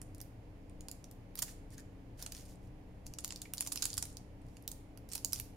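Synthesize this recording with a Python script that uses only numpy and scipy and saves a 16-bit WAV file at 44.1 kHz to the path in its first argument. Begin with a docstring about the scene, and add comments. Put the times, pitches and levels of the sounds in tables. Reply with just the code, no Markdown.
"""A fan hums in a small room while fingers hold pleated parchment paper flat, with faint ticks.
Near 1.4 s the paper springs free with loud snaps and dull scuffs on the table mat; near 2.2 s the
fingers take hold again. From 3 s the nozzle of a plastic glue bottle drags along the pleats: creases
snap in irregular bursts, and strokes rustle and crackle. Last dabs follow from about 4.5 s.
Now and then a hand bumps the table; the table and the room throw each snap back."""
import sys
import numpy as np
from scipy import signal
from scipy.fft import rfft, irfft, next_fast_len
from scipy.io import wavfile
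from scipy.ndimage import map_coordinates

SR = 44100
rng = np.random.default_rng(int(sys.argv[2]) if len(sys.argv) > 2 else 0)


def unload_audio(sound):
    """Save the sound as a 16-bit wav file, at the path given as the first command line argument."""
    columns = np.transpose(np.atleast_2d(sound))
    # keep every value between -1 and 1, then stretch to whole-number steps
    steps = np.round(np.clip(columns, -1, 1) * 32767)
    wavfile.write(sys.argv[1], SR, steps.astype(np.int16))


N = 245195

# strokes over the paper; fingers slide smoothly, the nozzle catches on the pleats:
# start_s, length_s, level_db, crackle_over_rub_db
STROKES = [(1.372, 0.03, -43.5, -3), (1.408, .06, -62, -4), (1.461, 0.069, -52.5, -11),
           (1.703, 0.061, -58.5, -2), (1.766, 0.043, -56.5, -4.5), (2.171, 0.093, -50, -6),
           (2.307, .15, -54, -3.5), (2.45, .11, -60.5, -3.5), (2.598, 0.099, -72, -5),
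           (3.047, 0.053, -67, 6), (3.2, 0.22, -64.5, 12), (3.55, .14, -58, 11), (3.713, .26, -50, 8),
           (4.0, 0.14, -64, 2), (4.395, 0.29, -72, 3), (5.091, .11, -51.5, -4), (5.329, 0.095, -51.5, 2)]
TRAVEL_S, TRAVEL_AT_HZ = .0004, 9000  # a bending wave's time across the sheet, at this frequency


def snap(ring_ms, pitch_hz, body_db, sparkle_db,
         flutter=0.81, facet_db=7.5, facet_width_hz=750, apart=0.65, size=1024):
    """Buckling: a crease gives way with one kick, the sheet flutters and the freed facet resonates."""
    # spectrum of a typical snap: frequency_hz, level_db
    paper_spectrum = [(100, -28), (400, -20.5), (900, -5.5), (2000, -11.5), (3200, -5), (4700, -1),
                      (9000, -1.5), (13000, -7.5), (16000, -6.5)]
    t, hz = np.arange(size) / SR, np.fft.rfftfreq(size, 1 / SR)
    body = body_db * curve([(300, .2), (1500, 1), (2800, 1), (4500, 0)], hz)
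    sparkle = sparkle_db * curve([(8000, 0), (10500, .4), (14000, 1)], hz)
    facet = facet_db / (1 + ((hz - pitch_hz) / facet_width_hz) ** 2)
    response = minimum_phase(curve(paper_spectrum, hz) + body + sparkle + facet)
    # dispersion: bending waves carry the treble across the sheet faster than the bass
    bending = np.exp(-4j * np.pi * TRAVEL_S * np.sqrt(hz * TRAVEL_AT_HZ))
    # the flutter falls fast, then lingers; it radiates a little differently to each side
    decay = np.exp(-t / .005) / (1 + (t / (.0014 * max(ring_ms, .3))) ** 2)
    noise = rng.standard_normal((3, size))
    kick = flutter * (noise[0] + apart * noise[1:]) * decay
    kick[:, 0] += 1
    sound = irfft(rfft(kick) * bending * response)
    return sound * np.sqrt(.003 * SR) / np.linalg.norm(sound, axis=1, keepdims=True)  # equal energy


def creases(level_db=1.0, tick_db=-13, ticks=7):
    """Stress release: fibres let go just before and after each large snap, the weaker the farther off."""
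    # creases that snap: time_s, level_db, pitch_hz, ring_ms, body_db, sparkle_db, left_over_right_db
    snaps = [ (0.0165, -47.5, 9200, 0.34, 2, -3, -6), (.148, -53.5, 9100, 0.65, 4, 5.5, 2),
             (0.1816, -60, 9200, .4, -2, 1, 1), (.204, -49.5, 6800, .5, 9, 8, -4),
             (.2143, -43.5, 13000, 0.65, 0.5, 8.5, -2), (.697, -64, 9000, 0.43, 10, -5, -1),
             (.808, -51, 6900, 0.62, 5, 2, 1), (.885, -43, 7000, 0.21, 1.5, -3, -2),
             (.9143, -43, 7000, 0.38, 0, 2, -4), (1.0422, -51, 7000, 0.5, -5, -5, -1),
             (1.113, -50.5, 9200, 0.58, 2, 9, 9), (1.355, -42.5, 12400, 0.75, 2, 5, 0),
             (1.39, -34, 12700, 0.61, 7, 11, -5), (1.4205, -40, 6700, .8, -1, -11, 3),
             (1.423, -29.5, 6800, 1.8, -1, 5.5, -4), (1.4266, -33, 7100, 1.4, 4, 3, 0),
             (1.781, -51, 6700, 0.68, 3, 0, 6), (2.225, -40, 5700, 1, 1.5, 3, 0),
             (2.2628, -39, 6950, 1.7, 11, -4, -1), (2.3211, -41.5, 12000, 3, 7, -1, 0),
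             (2.3494, -46.5, 5900, 0.27, 7, -8, 4), (2.3665, -51, 4400, 0.89, 4, 2, 0),
             (3.0661, -45.5, 6100, .6, 2, -1, 2), (3.1376, -47, 5700, .4, -2, -6, 2),
             (3.186, -39, 6800, 2.8, 3, -9, -0.5), (3.2463, -32.5, 6900, 0.21, 5, 1, 2),
             (3.2785, -45.5, 12900, .5, -4, -5, 0), (3.306, -40.5, 6900, 0.57, 6.5, -38, -3),
             (3.323, -41.5, 7000, 1, 5, -24, 1), (3.3598, -43.5, 5200, 1, -3, 0, 0),
             (3.4176, -39, 7100, 3, 2, 3, 0), (3.5366, -33, 8900, 0.14, 6.5, 13, -1),
             (3.581, -38, 7100, .3, -1.5, -4, 0), (3.608, -30, 7300, 0.24, 0, 2.5, 0),
             (3.6244, -42.5, 7000, 0.7, 5, -8, 1), (3.6635, -43, 9000, 2.5, 4, -10, -1),
             (3.673, -37, 7000, 3.6, 2, 2, -4.5), (3.7197, -38, 11000, 2.1, -3.5, -15, -1),
             (3.723, -34, 10700, 1.5, 0, -3, -2.5), (3.7582, -36, 9600, 1.5, 7, 5, -7),
             (3.7746, -37, 5200, 0.66, 6, -16, -0.5), (3.823, -30.5, 4400, 1.8, -2, -9.5, -2),
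             (3.8268, -33.5, 7100, 1.7, 13, 3, -4.5), (3.8415, -37, 6400, .6, -9, -11, -2.5),
             (3.8546, -28, 7200, 0.63, -1, 2.5, 2.5), (3.9027, -43, 6900, 0.98, -4, -19, 0),
             (3.9304, -40, 4300, 1.8, -7, -21, 1), (3.9784, -30.5, 11300, 5.1, -1, -6, -5),
             (4.026, -33, 7700, 1.6, -2, -8, -2), (4.0541, -44.5, 10700, 0.58, 6, 9, 1),
             (4.17, -45.5, 6300, 0.39, -3, -3.5, -2.5), (4.569, -55, 5500, .8, 10, -11, -5),
             (4.6249, -62, 11500, 0.33, -11, 2, -5), (4.6777, -33.5, 5350, 1.1, -3, 8, -4.5),
             (4.7157, -42.5, 9000, 2.3, -1, -1, -5), (4.9747, -53, 6500, 0.71, 7, 5.5, -7),
             (5.0897, -52.5, 11400, 1.7, 0, 4, -2), (5.117, -47.5, 6650, 0.49, -4, -17, -1),
             (5.1224, -44, 8600, 1.3, 6, 4, -9), (5.134, -38, 8600, 0.99, 1, -2, -3),
             (5.1518, -36, 5900, 3.1, -4, 8, -2), (5.1548, -37, 11100, 0.88, 2.5, -2.5, -1),
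             (5.1794, -45.5, 4900, .3, 5, -7, -4), (5.2473, -28.5, 7150, 0.36, -4.5, 6, -3),
             (5.3236, -43, 6800, .3, 0, -7, -12), (5.3322, -28.5, 11500, 0.25, -5, 1, -1.5),
             (5.3594, -43.5, 6900, 1.7, 3, -6, -2), (5.3994, -36.5, 12800, 0.44, 6, 7.5, -4)]
    out = np.zeros((2, N))
    for time_s, db, pitch_hz, ring_ms, body_db, sparkle_db, pan_db in snaps:
        sound = snap(ring_ms, pitch_hz, body_db, sparkle_db) * amp(db + level_db) * pan(pan_db)
        add(out, time_s - TRAVEL_S, sound)
        for late_ms in rng.uniform(-2.2, 5, ticks):
            add(out, time_s + late_ms / 1000, sound * amp(tick_db - 3 * abs(late_ms - .7)))
    return out


def crackles(spread_db=3, colour_spread_db=4, pan_spread_db=4, per_stroke=4):
    """Small-scale buckling: a stroke trips creases at random, as strongly as it is firm and rough."""
    out = np.zeros((2, N))
    for start_s, length_s, db, over_rub_db in STROKES:
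        for when, strength, facet, bright, side in rng.uniform(-1, 1, (per_stroke, 5)):
            sparkle_db = colour_spread_db * bright - 1
            sound = snap(ring_ms=1.0, pitch_hz=6500 * 1.6 ** facet, body_db=-1, sparkle_db=sparkle_db)
            gain = amp(db + over_rub_db + spread_db * strength) * pan(pan_spread_db * side)
            add(out, start_s + length_s * (1 + when) / 2, gain * sound)
    return out


def pressure(rise_share=0.51):
    """Contact force: each stroke presses in and eases off along one arch."""
    t, out = np.arange(N) / SR, np.zeros(N)
    for start_s, length_s, db, _ in STROKES:
        corners_s = [start_s, start_s + rise_share * length_s, start_s + length_s]
        out += amp(db) * np.sin(np.interp(t, corners_s, [0, np.pi / 2, np.pi]))
    return out


def rustle(level_db=-5, grains_per_s=2500, spread_db=2, hiss=0.62, apart=0.96):
    """Stick-slip friction: fibres catch and slip in tiny ticks over a soft rub, rising with pressure."""
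    # spectrum of rubbed paper: frequency_hz, level_db
    rustle_spectrum = [(200, -39), (900, -11.5), (2000, -2.5), (4500, -2), (7000, -1), (10000, -6),
                       (13000, -8.5), (16000, -9.5)]
    slips = rng.random(N) < grains_per_s / SR
    ticks = slips * amp(spread_db * np.minimum(rng.exponential(1, N), 4))
    noise = rng.standard_normal((3, N)) * (unit(ticks) + hiss)
    grains = tint(noise[0] + apart * noise[1:], rustle_spectrum)
    return amp(level_db) * pressure() * unit(grains)


def scuffs(width_hz=170, size=8192):
    """Resonant filtering: each short rub on the mat is friction noise heard through one dull resonance."""
    # rubs on the mat: start_s, length_s, level_db, resonance_hz
    rubs = [(1.38, 0.024, -60, 1100), (1.417, 0.02, -49.5, 1870), (1.478, 0.014, -51.5, 1820),
            (1.721, 0.045, -68, 1700), (1.776, 0.038, -59, 1680), (2.184, 0.1, -64, 1610),
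            (3.452, 0.012, -47.5, 2250)]
    t, out = np.arange(size) / SR, np.zeros((2, N))
    for start_s, length_s, db, hz in rubs:
        noise = rng.standard_normal((3, size))
        resonance = signal.iirpeak(hz, hz / width_hz, SR)
        rub = signal.lfilter(*resonance, noise[0] + noise[1:])
        age = t / (length_s / 4)  # 1 at the peak
        add(out, start_s, amp(db) * unit(rub) * age * np.exp(1 - age))
    return out


def bumps():
    """Soft impact: a hand's slow push on the table excites mainly low frequencies, alike on both sides."""
    # hand contacts: start_s, length_s, level_db
    contacts = [(0.757, .06, -51), (3.037, 0.09, -47.5), (4.431, 0.075, -51)]
    # spectrum of a bump: frequency_hz, level_db
    bump_spectrum = [(10, -4), (35, -6), (70, -14), (120, -5.5), (200, -23), (500, -29), (2000, -80)]
    t = np.arange(N) / SR
    push = sum(amp(db) * np.sin(np.pi * np.clip((t - start_s) / length_s, 0, 1))
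               for start_s, length_s, db in contacts)
    return push * unit(tint(rng.standard_normal(N), bump_spectrum))


def table_reflections(x, rise_s=.0003, decay_s=.0016, size=2048):
    """Early reflection: the table and the things on it add scattered echoes to the direct sound."""
    # first reflections: delay_ms, level_db
    echoes = [(2.7, -13), (7.4, -13.5), (10.4, -14.5), (12.6, -20), (17.5, -25)]
    t, taps = np.arange(size) / SR, np.zeros((2, size))
    for delay_ms, db in echoes:
        scatter = rng.standard_normal((2, size)) * np.exp(-t / decay_s) * (1 - np.exp(-t / rise_s))
        add(taps, delay_ms / 1000, amp(db) * scatter / np.linalg.norm(scatter, axis=1, keepdims=True))
    return x + signal.oaconvolve(x, taps, axes=1)[:, :N]


def room(x, tail_db=-10, build_s=0.00083, bands=20):
    """Reverberation: each band's stored energy returns as a diffuse wash that dies sooner in the treble."""
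    # reverberation time: frequency_hz, t60_s
    decay_times = [(300, 0.82), (2000, 0.8), (5000, 0.37), (9000, 0.4), (15000, 0.28)]
    edges_hz, out = np.geomspace(300, 18000, bands + 1), np.zeros((2, N))
    build = np.exp(-1 / (build_s * SR))
    for low, high in zip(edges_hz, edges_hz[1:]):
        band = signal.butter(3, [low, high], "bandpass", fs=SR, output="sos")
        t60_s = curve(decay_times, np.sqrt(low * high))
        retained = amp(-60 / (t60_s * SR)) ** 2  # share of energy left after one sample
        power = np.mean(signal.sosfilt(band, x + 1e-9) ** 2, 0) + 1e-20
        stored = signal.lfilter([(1 - retained) * (1 - build)], np.poly([retained, build]), power)
        wash = unit(signal.sosfilt(band, rng.standard_normal((2, N))))
        out += np.sqrt(abs(stored)) * wash
    return amp(tail_db) * out


def fan(level_db=-1, waver_db=2, wander_rad=0.58):
    """Rotational harmonics: tones near multiples of the fan's turning rate, each wavering a little."""
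    # fan tones: frequency_hz, level_db, left_over_right_db
    tones = [(31.6, -58, 1), (61.26, -61.5, 0), (91.9, -62.5, -3.5), (121.4, -72, -13.5), (182.5, -65, 6),
             (222, -80.5, 16), (254.7, -76.5, -8), (274.5, -65, 1.5), (305.2, -65.5, -4)]
    t, out = np.arange(N) / SR, np.zeros((2, N))
    for hz, db, pan_db in tones:
        phase = 2 * np.pi * (hz * t + rng.random()) + wander_rad * drift(rate_hz=3.8)
        gain = amp(db + level_db + waver_db * drift(rate_hz=5))
        out += pan(pan_db) * gain * np.sqrt(2) * np.sin(phase)
    return out


def air(level_db=-54.0, swell_db=2.0, swell_hz=7, rumble_top_hz=160):
    """Broadband noise: fan wash and a randomly swelling rumble, coherent left to right in the bass."""
    # the room's steady noise: frequency_hz, level_db
    air_spectrum = [(8, -9.5), (20, -5.5), (45, -3), (75, -8), (112, 2), (160, -12), (260, -10.5),
                    (345, -16), (430, -11), (750, -15), (1300, -28), (2200, -28), (4500, -41), (11000, -50),
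                    (15500, -50.5)]
    # likeness of left and right: frequency_hz, coherence
    air_coherence = [(50, 0.98), (300, 1), (550, 0.58), (1200, 0.053), (6000, 0.068)]
    size = next_fast_len(N)
    hz = np.fft.rfftfreq(size, 1 / SR)
    left, independent = rfft(rng.standard_normal((2, size)))
    coherence = curve(air_coherence, hz)
    right = coherence * left + np.sqrt(1 - coherence ** 2) * independent
    spectrum = np.array([left, right]) * amp(curve(air_spectrum, hz))
    wash = irfft(spectrum, size)[:, :N]
    rumble = irfft(spectrum / (1 + (hz / rumble_top_hz) ** 6), size)[:, :N]
    swell = amp(swell_db * drift(swell_hz))
    return amp(level_db) * unit(wash + (swell - 1) * rumble)


def ports(x, size=2048):
    """Resonance: each microphone port rings at its own frequencies and colours all that enters."""
    # responses of the two ports: frequency_hz, gain_db
    left_port = [(300, .5), (620, -6), (2400, -5), (4000, -1.5), (4800, -1.5), (5700, 0), (7000, -3),
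                 (7900, -5), (8900, 3), (10200, 1.5), (12000, -4.5), (15500, -4), (16200, -25)]
    right_port = [(300, -1), (620, -2), (1300, -2), (3000, -0.5), (3600, -4), (4700, 2), (6200, 0),
                  (6900, 4.5), (8000, -1), (10900, 5), (13300, 4.5), (13900, 2), (15600, -3),
                  (16200, -11.5)]
    hz = np.fft.rfftfreq(size, 1 / SR)
    rings = np.array([irfft(minimum_phase(curve(port, hz))) for port in (left_port, right_port)])
    return signal.oaconvolve(x, rings, axes=1)[:, :N]


def amp(db):
    """Decibels to amplitude gain."""
    return 10 ** (np.asarray(db) / 20)


def unit(x):
    """Normalisation to rms 1."""
    return x / np.sqrt(np.mean(x ** 2) + 1e-20)


def curve(points, hz):
    """Interpolation of (frequency_hz, value) points on a log frequency axis."""
    knots_hz, values = np.transpose(points)
    return np.interp(np.log(hz + 1), np.log(knots_hz + 1), values)


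def add(mix, start_s, sound):
    """Superposition: a stereo sound joins the mix at start_s."""
    part = mix[:, max(round(start_s * SR), 0):][:, :sound.shape[-1]]
    part += sound[:, :part.shape[-1]]


def pan(balance_db):
    """Constant-power panning: a column of left and right gains for a level difference."""
    pair = amp(np.array([[balance_db], [-balance_db]]) / 2)
    return pair / np.sqrt(np.mean(pair ** 2))


def minimum_phase(gain_db):
    """Causality: the spectrum of a filter with this gain that rings after the blow, never before."""
    cepstrum = irfft(np.log(amp(gain_db)))
    half = len(cepstrum) // 2
    cepstrum[1:half] *= 2
    cepstrum[half + 1:] = 0
    return np.exp(rfft(cepstrum))


def tint(x, points):
    """Spectral shaping of a whole track by (frequency_hz, gain_db) points."""
    size = next_fast_len(N)
    gain = amp(curve(points, np.fft.rfftfreq(size, 1 / SR)))
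    return irfft(rfft(x, size) * gain, size)[..., :N]


def drift(rate_hz):
    """Slow random modulation of rms near 1."""
    knots = rng.standard_normal(1024)
    return map_coordinates(knots, [np.arange(N) * rate_hz / SR], order=1, mode="wrap") * np.sqrt(3 / 2)


def scene():
    """Superposition: the paper, its reflections, the bumps and the fan add up at the ports."""
    paper = creases() + crackles() + rustle() + scuffs()
    return ports(table_reflections(paper) + room(paper) + bumps() + air() + fan())


def record(dry, edge_hz=16300):
    """Band limiting: a steep low-pass removes the highest treble."""
    low_pass = signal.firwin(301, edge_hz, window=("kaiser", 9), fs=SR)
    return signal.oaconvolve(dry, low_pass[None], "same")


dry = scene()
out = record(dry)
unload_audio(out)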